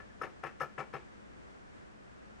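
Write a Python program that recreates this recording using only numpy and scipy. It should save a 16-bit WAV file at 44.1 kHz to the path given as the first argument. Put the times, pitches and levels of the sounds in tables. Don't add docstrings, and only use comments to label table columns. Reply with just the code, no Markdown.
import sys
import numpy as np
from scipy import signal
from scipy.fft import rfft, irfft
from scipy.io import wavfile
from scipy.ndimage import uniform_filter1d

SR = 44100
rng = np.random.default_rng(int(sys.argv[2]) if len(sys.argv) > 2 else 0)


def put_to_file(sound):
    columns = np.atleast_2d(sound).T
    safe = np.clip(columns, -1, 1)
    whole_steps = np.round(safe * 32767)
    wavfile.write(sys.argv[1], SR, whole_steps.astype(np.int16))


N = 105840
RIGHT_DB, RIGHT_OWN_DB = -10.5, -14.5
TREBLE_ABOVE_HZ = 2000


def amp(db):
    return 10 ** (np.asarray(db) / 20)


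def evened(x):
    return x / np.sqrt(np.mean(x ** 2) + 1e-20)


def read(points, hz):
    f, value = np.transpose(points)
    return np.interp(np.log(hz + 1), np.log(f + 1), value)


def add(mix, start_s, sound):
    part = mix[:, round(start_s * SR):][:, :sound.shape[1]]
    part += sound[:, :part.shape[1]]


# frequency in Hz, likeness (1 the same, 0 unrelated, -1 opposite).
AIR_LIKENESS = [(30, -0.5), (60, -0.42), (100, -0.65), (300, -0.77), (900, -0.7), (1520, -0.63),
                (2600, -0.43), (5000, -0.07), (10000, -0.07)]
# frequency in Hz, left minus right in dB.
AIR_LEAN = [(60, -2.5), (91, 4.5), (140, 1), (210, 1), (320, -1), (490, -0.5), (740, 1.5), (1130, 1.0),
            (1710, 1), (2600, 0.5)]
# frequency in Hz, relative level in dB per Hz.
AIR_COLOUR = [(20, -17.5), (64, -6.5), (85, -8.5), (144, -7), (250, -7), (413, -9), (532, -11.5),
              (960, -16.5), (1600, -16.5), (2200, -23.5), (3050, -29), (4000, -34.5), (6000, -36.5),
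              (8000, -40), (9500, -44.5)]
AIR_DB, AIR_TOP_HZ = -53, 9590
AIR_PATCH_DB, AIR_SWELL_DB = 0.12, -0.49


def air():
    frames, hz = N // 512 + 5, np.fft.rfftfreq(2048, 1 / SR)
    a, b, c, d, patches = rng.standard_normal((frames, 1025, 5)).T
    patches = uniform_filter1d(patches, 20, 0)
    patches = evened(uniform_filter1d(patches, 6, 1))
    swell = evened(uniform_filter1d(rng.standard_normal(frames), 12))
    same = np.clip(read(AIR_LIKENESS, hz), -1, 1)[:, None]
    half_lean = amp(read(AIR_LEAN, hz)[:, None] / 2)
    left = a + 1j * b
    right = same * left + np.sqrt(1 - same ** 2) * (c + 1j * d)
    bins = np.array([left * half_lean, right / half_lean])
    colour = amp(read(AIR_COLOUR, hz)) / np.sqrt(1 + (hz / AIR_TOP_HZ) ** 40)
    bins *= colour[:, None] * amp(AIR_PATCH_DB * patches + AIR_SWELL_DB * swell)
    noise = signal.istft(bins, nperseg=2048, noverlap=1536)[1][:, :N]
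    return amp(AIR_DB) * evened(noise)


# frequency in Hz, left RMS level in dB, width in Hz,
# right side as a multiple of the left.
HUM_BANDS = [(59.46, -67.5, 2.1, 0.083), (208.2, -64.5, 26, 0.18)]


def hum():
    hz, out = np.fft.rfftfreq(N, 1 / SR), 0
    for centre_hz, db, width_hz, right in HUM_BANDS:
        spectrum = rfft(rng.standard_normal(N))
        spectrum = spectrum / (1 + (2 * (hz - centre_hz) / width_hz) ** 2)
        band = evened(irfft(spectrum, N))
        out = out + amp(db) * band * np.array([[1], [right]])
    return out


ROOM_DB, ROOM_RIGHT_DB, ROOM_LOW_HZ = -12, -4.5, 245
ROOM_T60_S, ROOM_TREBLE_T60_S = 0.21, 0.23
ROOM_TURN_S = 0.46


def room(x):
    t, out = np.arange(SR // 3) / SR, 0
    x = signal.lfilter(*signal.butter(N=2, Wn=ROOM_LOW_HZ, btype="high", fs=SR), x)
    for k in range(3):
        left = rng.standard_normal(len(t)) * (t > .004)
        taps = np.array([left, amp(ROOM_RIGHT_DB) * left])
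        low = signal.lfilter(*signal.butter(N=2, Wn=2500, fs=SR), taps)
        tail = low * amp(-60 * t / ROOM_T60_S)
        tail += (taps - low) * amp(-60 * t / ROOM_TREBLE_T60_S)
        tail /= np.linalg.norm(tail[0])
        turn = np.sqrt(2 / 3) * np.cos(np.pi * (np.arange(N) / SR / ROOM_TURN_S + k / 3))
        out = out + signal.fftconvolve((x * turn)[None], tail, axes=1)[:, :N]
    return amp(ROOM_DB) * out


# start in seconds, left level in dB.
TICK_TIMES = [(0.001, -43.5), (0.103, -53), (0.266, -43), (.612, -36.5)]
LIGHT_HZ, LIGHT_T60_S = 1730, 0.087
CONTACT_S = 0.0004


def tick(db):
    t = np.arange(SR // 8) / SR
    shape = (1 - np.exp(-t / CONTACT_S)) * amp(-60 * t / LIGHT_T60_S)
    ring = shape * np.sin(2 * np.pi * LIGHT_HZ * t)
    return amp([[db], [db + RIGHT_OWN_DB]]) * ring


# start in seconds, left peak level in dB.
THUMP_TIMES = [(0.22, -51), (0.443, -49.5), (0.614, -45), (0.783, -44), (0.941, -46)]
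THUMP_HZ, THUMP_RISE_S, THUMP_T60_S, THUMP_RIGHT_DB = 142.6, 0.016, 0.11, -4.5


def thump(db):
    t = np.arange(SR // 4) / SR
    shape = (1 - np.exp(-t / THUMP_RISE_S)) * amp(-60 * t / THUMP_T60_S)
    wave = shape / shape.max() * np.sin(2 * np.pi * THUMP_HZ * t)
    return amp([[db], [db + THUMP_RIGHT_DB]]) * wave


# start in seconds, length in seconds before
# it fades, level in dB, treble boost in dB.
RATTLE_TIMES = [(.213, .04, -48, 0.0), (0.432, 0.049, -48, -4.5), (0.6, 0.022, -45.5, 3.5),
                (0.78, 0.029, -44.5, -1), (0.932, 0.028, -49.5, 2)]
# frequency in Hz, relative level in dB.
RATTLE_COLOUR = [(200, -34), (400, 5), (600, -5), (1100, 5), (1800, -3), (2700, -6.5), (3400, -20.5),
                 (5300, -21), (7000, -26.5), (9000, -30), (11000, -47)]
RATTLE_PER_S, RATTLE_SPREAD_DB = 1400, 2
RATTLE_RISE_S, RATTLE_T60_S, GRAIN_T60_S = 0.001, 0.21, 0.0075


def rattle(length_s, db, treble_db):
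    t = np.arange(SR // 4) / SR
    f, grain_t = np.fft.rfftfreq(1024, 1 / SR), np.arange(1024) / SR
    hits = (rng.random(len(t)) < RATTLE_PER_S / SR) * rng.choice([-1., 1.], len(t))
    hits *= amp(RATTLE_SPREAD_DB * rng.exponential(1, len(t)))
    kind, out = rng.integers(0, 8, len(t)), 0
    for k in range(8):
        grain = rng.standard_normal((2, 1024)) * amp(-60 * grain_t / GRAIN_T60_S)
        chosen = (hits * (kind == k))[None]
        out = out + signal.fftconvolve(grain, chosen, axes=1)[:, :len(t)]
    colour_db = read(RATTLE_COLOUR, f) + np.where(f > TREBLE_ABOVE_HZ, treble_db, 0)
    colour = signal.firwin2(511, f, amp(colour_db), fs=SR)
    near, own = evened(signal.oaconvolve(out, colour[None], "same"))
    fade = amp(db - 60 * np.maximum(t - length_s, 0) / RATTLE_T60_S)
    shape = (1 - np.exp(-t / RATTLE_RISE_S)) * fade
    return shape * np.array([near, amp(RIGHT_DB) * near + amp(RIGHT_OWN_DB) * own])


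# start in seconds, left peak level in dB, then boosts in dB
BLOW_TIMES = [(0.002, -38.5, 1.5, -2.5, -2, 15), (0.214, -24.5, 4.5, 6.5, 0, 5),
              (0.218, -27.5, 0.0, 0, 10, 4), (0.233, -29, -2.5, -15, 3, -1), (0.238, -29.5, 1.5, 1, -5, 15),
              (0.245, -34, 7, -10, -8, 2), (0.268, -39, 10, 0.0, 0.0, 3), (0.431, -41.5, 2, -5, 2, 11),
              (0.436, -24.5, 4.5, 3.5, 8, 14), (0.444, -32, -12, -4, -15, -14),
              (0.447, -29.5, -4, -5, -4, -10), (0.458, -35, 0, -14, -5, 12),
              (0.467, -31.5, -1, -7.5, -4, 13), (0.605, -25.5, 11.5, 13.5, 9, -6),
              (0.606, -23, 1.5, 9.5, 12, 1), (0.612, -23.5, 2, -1.5, 9, 3),
              (0.616, -30.5, 6, -3.5, 15, -17), (0.627, -31, 2, 8.5, 5, -5), (0.632, -27.5, 7.5, 12, 11, 6),
              (0.643, -43, -5, -5, 2, 16), (0.779, -30.5, -2, -12, -11, -4), (0.782, -26.5, 3, -4.5, -7, 8),
              (0.791, -27.5, -9, -15, -4, -1), (0.802, -28, 1, 0.5, -13, 12),
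              (0.811, -30.5, -1.5, -4.5, -8, 3), (0.93, -42, -15, -3, 0, 8), (0.937, -29, 3.5, -4.5, 6, 10),
              (0.941, -36, 4, -13, -16, 6), (0.946, -29.5, 4, -12, -6, 2), (0.952, -31, -1.5, 1, -7, 0),
              (0.964, -32.5, 0, -3, -5, 12)]
# frequency in Hz, relative level in dB, t60 in seconds.
BODY_MODES = [(356.8, -20, 0.23), (447, -2.5, 0.049), (513, -2.5, 0.045), (677.4, -5, 0.043),
              (770.3, -5, 0.065), (898, -10, 0.066), (1117, -2.5, 0.043), (1241, -12.5, 0.1),
              (1304, 1, 0.069), (1361, -1, 0.054), (1490, -40, 0.15), (1716, -3, 0.059), (1786, -11, 0.049),
              (2291, -18.5, 0.17), (2548, -15.5, 0.032), (2730, -20.5, 0.062), (2930, -30.5, 0.11)]
# frequency in Hz, relative level in dB, t60 in seconds.
METAL_MODES = [(5250, -31, 0.052), (5640, -38, .03), (6300, -44, 0.044), (6370, -34, .04),
               (7850, -61, 0.037), (9050, -38, 0.027), (9700, -39, 0.033), (10000, -56, 0.027),
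               (10300, -42.5, 0.043), (11530, -46, 0.059), (12900, -46, 0.11)]
# frequency in Hz, relative level in dB.
CLICK_COLOUR = [(150, -71), (350, 12), (1500, 3), (2600, -7), (3500, -20.5), (6000, -29), (9000, -36),
                (11000, -39.5), (13500, -65)]
DULL_BELOW_HZ, RING_HZ = 1000, (1260, 1400)
RISE_CYCLES, METAL_RISE_S = 0.94, 0.0019
MODE_SCATTER_DB, METAL_SCATTER_DB, DETUNE = 1, 5, 0.026
CLICK_DB, CLICK_T60_S, CLICK_RISE_S = -2, 0.041, 0.0029
CHATTER_PER_S, CHATTER_DB, CHATTER_T60_S = 1700, -23, 0.12


def blow(db, dull_db, ring_db, metal_db, click_treble_db):
    t = np.arange(SR // 4) / SR
    hz, level, t60 = np.transpose(BODY_MODES + METAL_MODES)[:, :, None]
    metal = slice(len(BODY_MODES), None)
    level = level + np.where(hz < DULL_BELOW_HZ, dull_db, 0)
    level += np.where((hz > RING_HZ[0]) & (hz < RING_HZ[1]), ring_db, 0)
    luck = rng.standard_normal((len(hz), 3))
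    hz = hz * (1 + DETUNE * luck[:, 2:] * (hz < DULL_BELOW_HZ))
    level[metal] += metal_db + METAL_SCATTER_DB * luck[metal, 1:2]
    fade = amp(level + MODE_SCATTER_DB * luck[:, :1] - 60 * t / t60)
    rings = fade * np.sin(2 * np.pi * hz * t)
    rings *= 1 - np.exp(-t / (CONTACT_S + RISE_CYCLES / hz))
    rings[metal] *= 1 - np.exp(-t / METAL_RISE_S)

    f = np.fft.rfftfreq(len(t), 1 / SR)
    colour_db = read(CLICK_COLOUR, f) + np.where(f > TREBLE_ABOVE_HZ, click_treble_db, 0)
    noise = rfft(rng.standard_normal((2, len(t))))
    click = evened(irfft(noise * amp(colour_db), len(t)))
    click *= amp(CLICK_DB - 60 * t / CLICK_T60_S) * (1 - np.exp(-t / CLICK_RISE_S))

    near = rings.sum(0) + click[0]
    own = (-1.) ** np.arange(len(hz)) @ rings + click[1]
    pair = np.array([near, amp(RIGHT_DB) * near + amp(RIGHT_OWN_DB) * own])

    hits = (rng.random(len(t)) < CHATTER_PER_S / SR) * rng.standard_normal(len(t))
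    hits *= amp(CHATTER_DB - 60 * t / CHATTER_T60_S)
    hits[0] = 1
    pair = signal.fftconvolve(pair, hits[None], axes=1)
    return amp(db) / abs(pair[0]).max() * pair


def scene():
    camera = np.zeros((2, N))
    for start_s, *settings in BLOW_TIMES:
        add(camera, start_s, blow(*settings))
    for start_s, *settings in RATTLE_TIMES:
        add(camera, start_s, rattle(*settings))
    for start_s, db in THUMP_TIMES:
        add(camera, start_s, thump(db))
    for start_s, db in TICK_TIMES:
        add(camera, start_s, tick(db))
    return camera + room(camera[0]) + air() + hum()


EDGE_HZ = 15000


def record(dry):
    low_pass = signal.firwin(511, EDGE_HZ, window=("kaiser", 9), fs=SR)
    return signal.oaconvolve(dry, low_pass[None], "same")


dry = scene()
out = record(dry)
put_to_file(out)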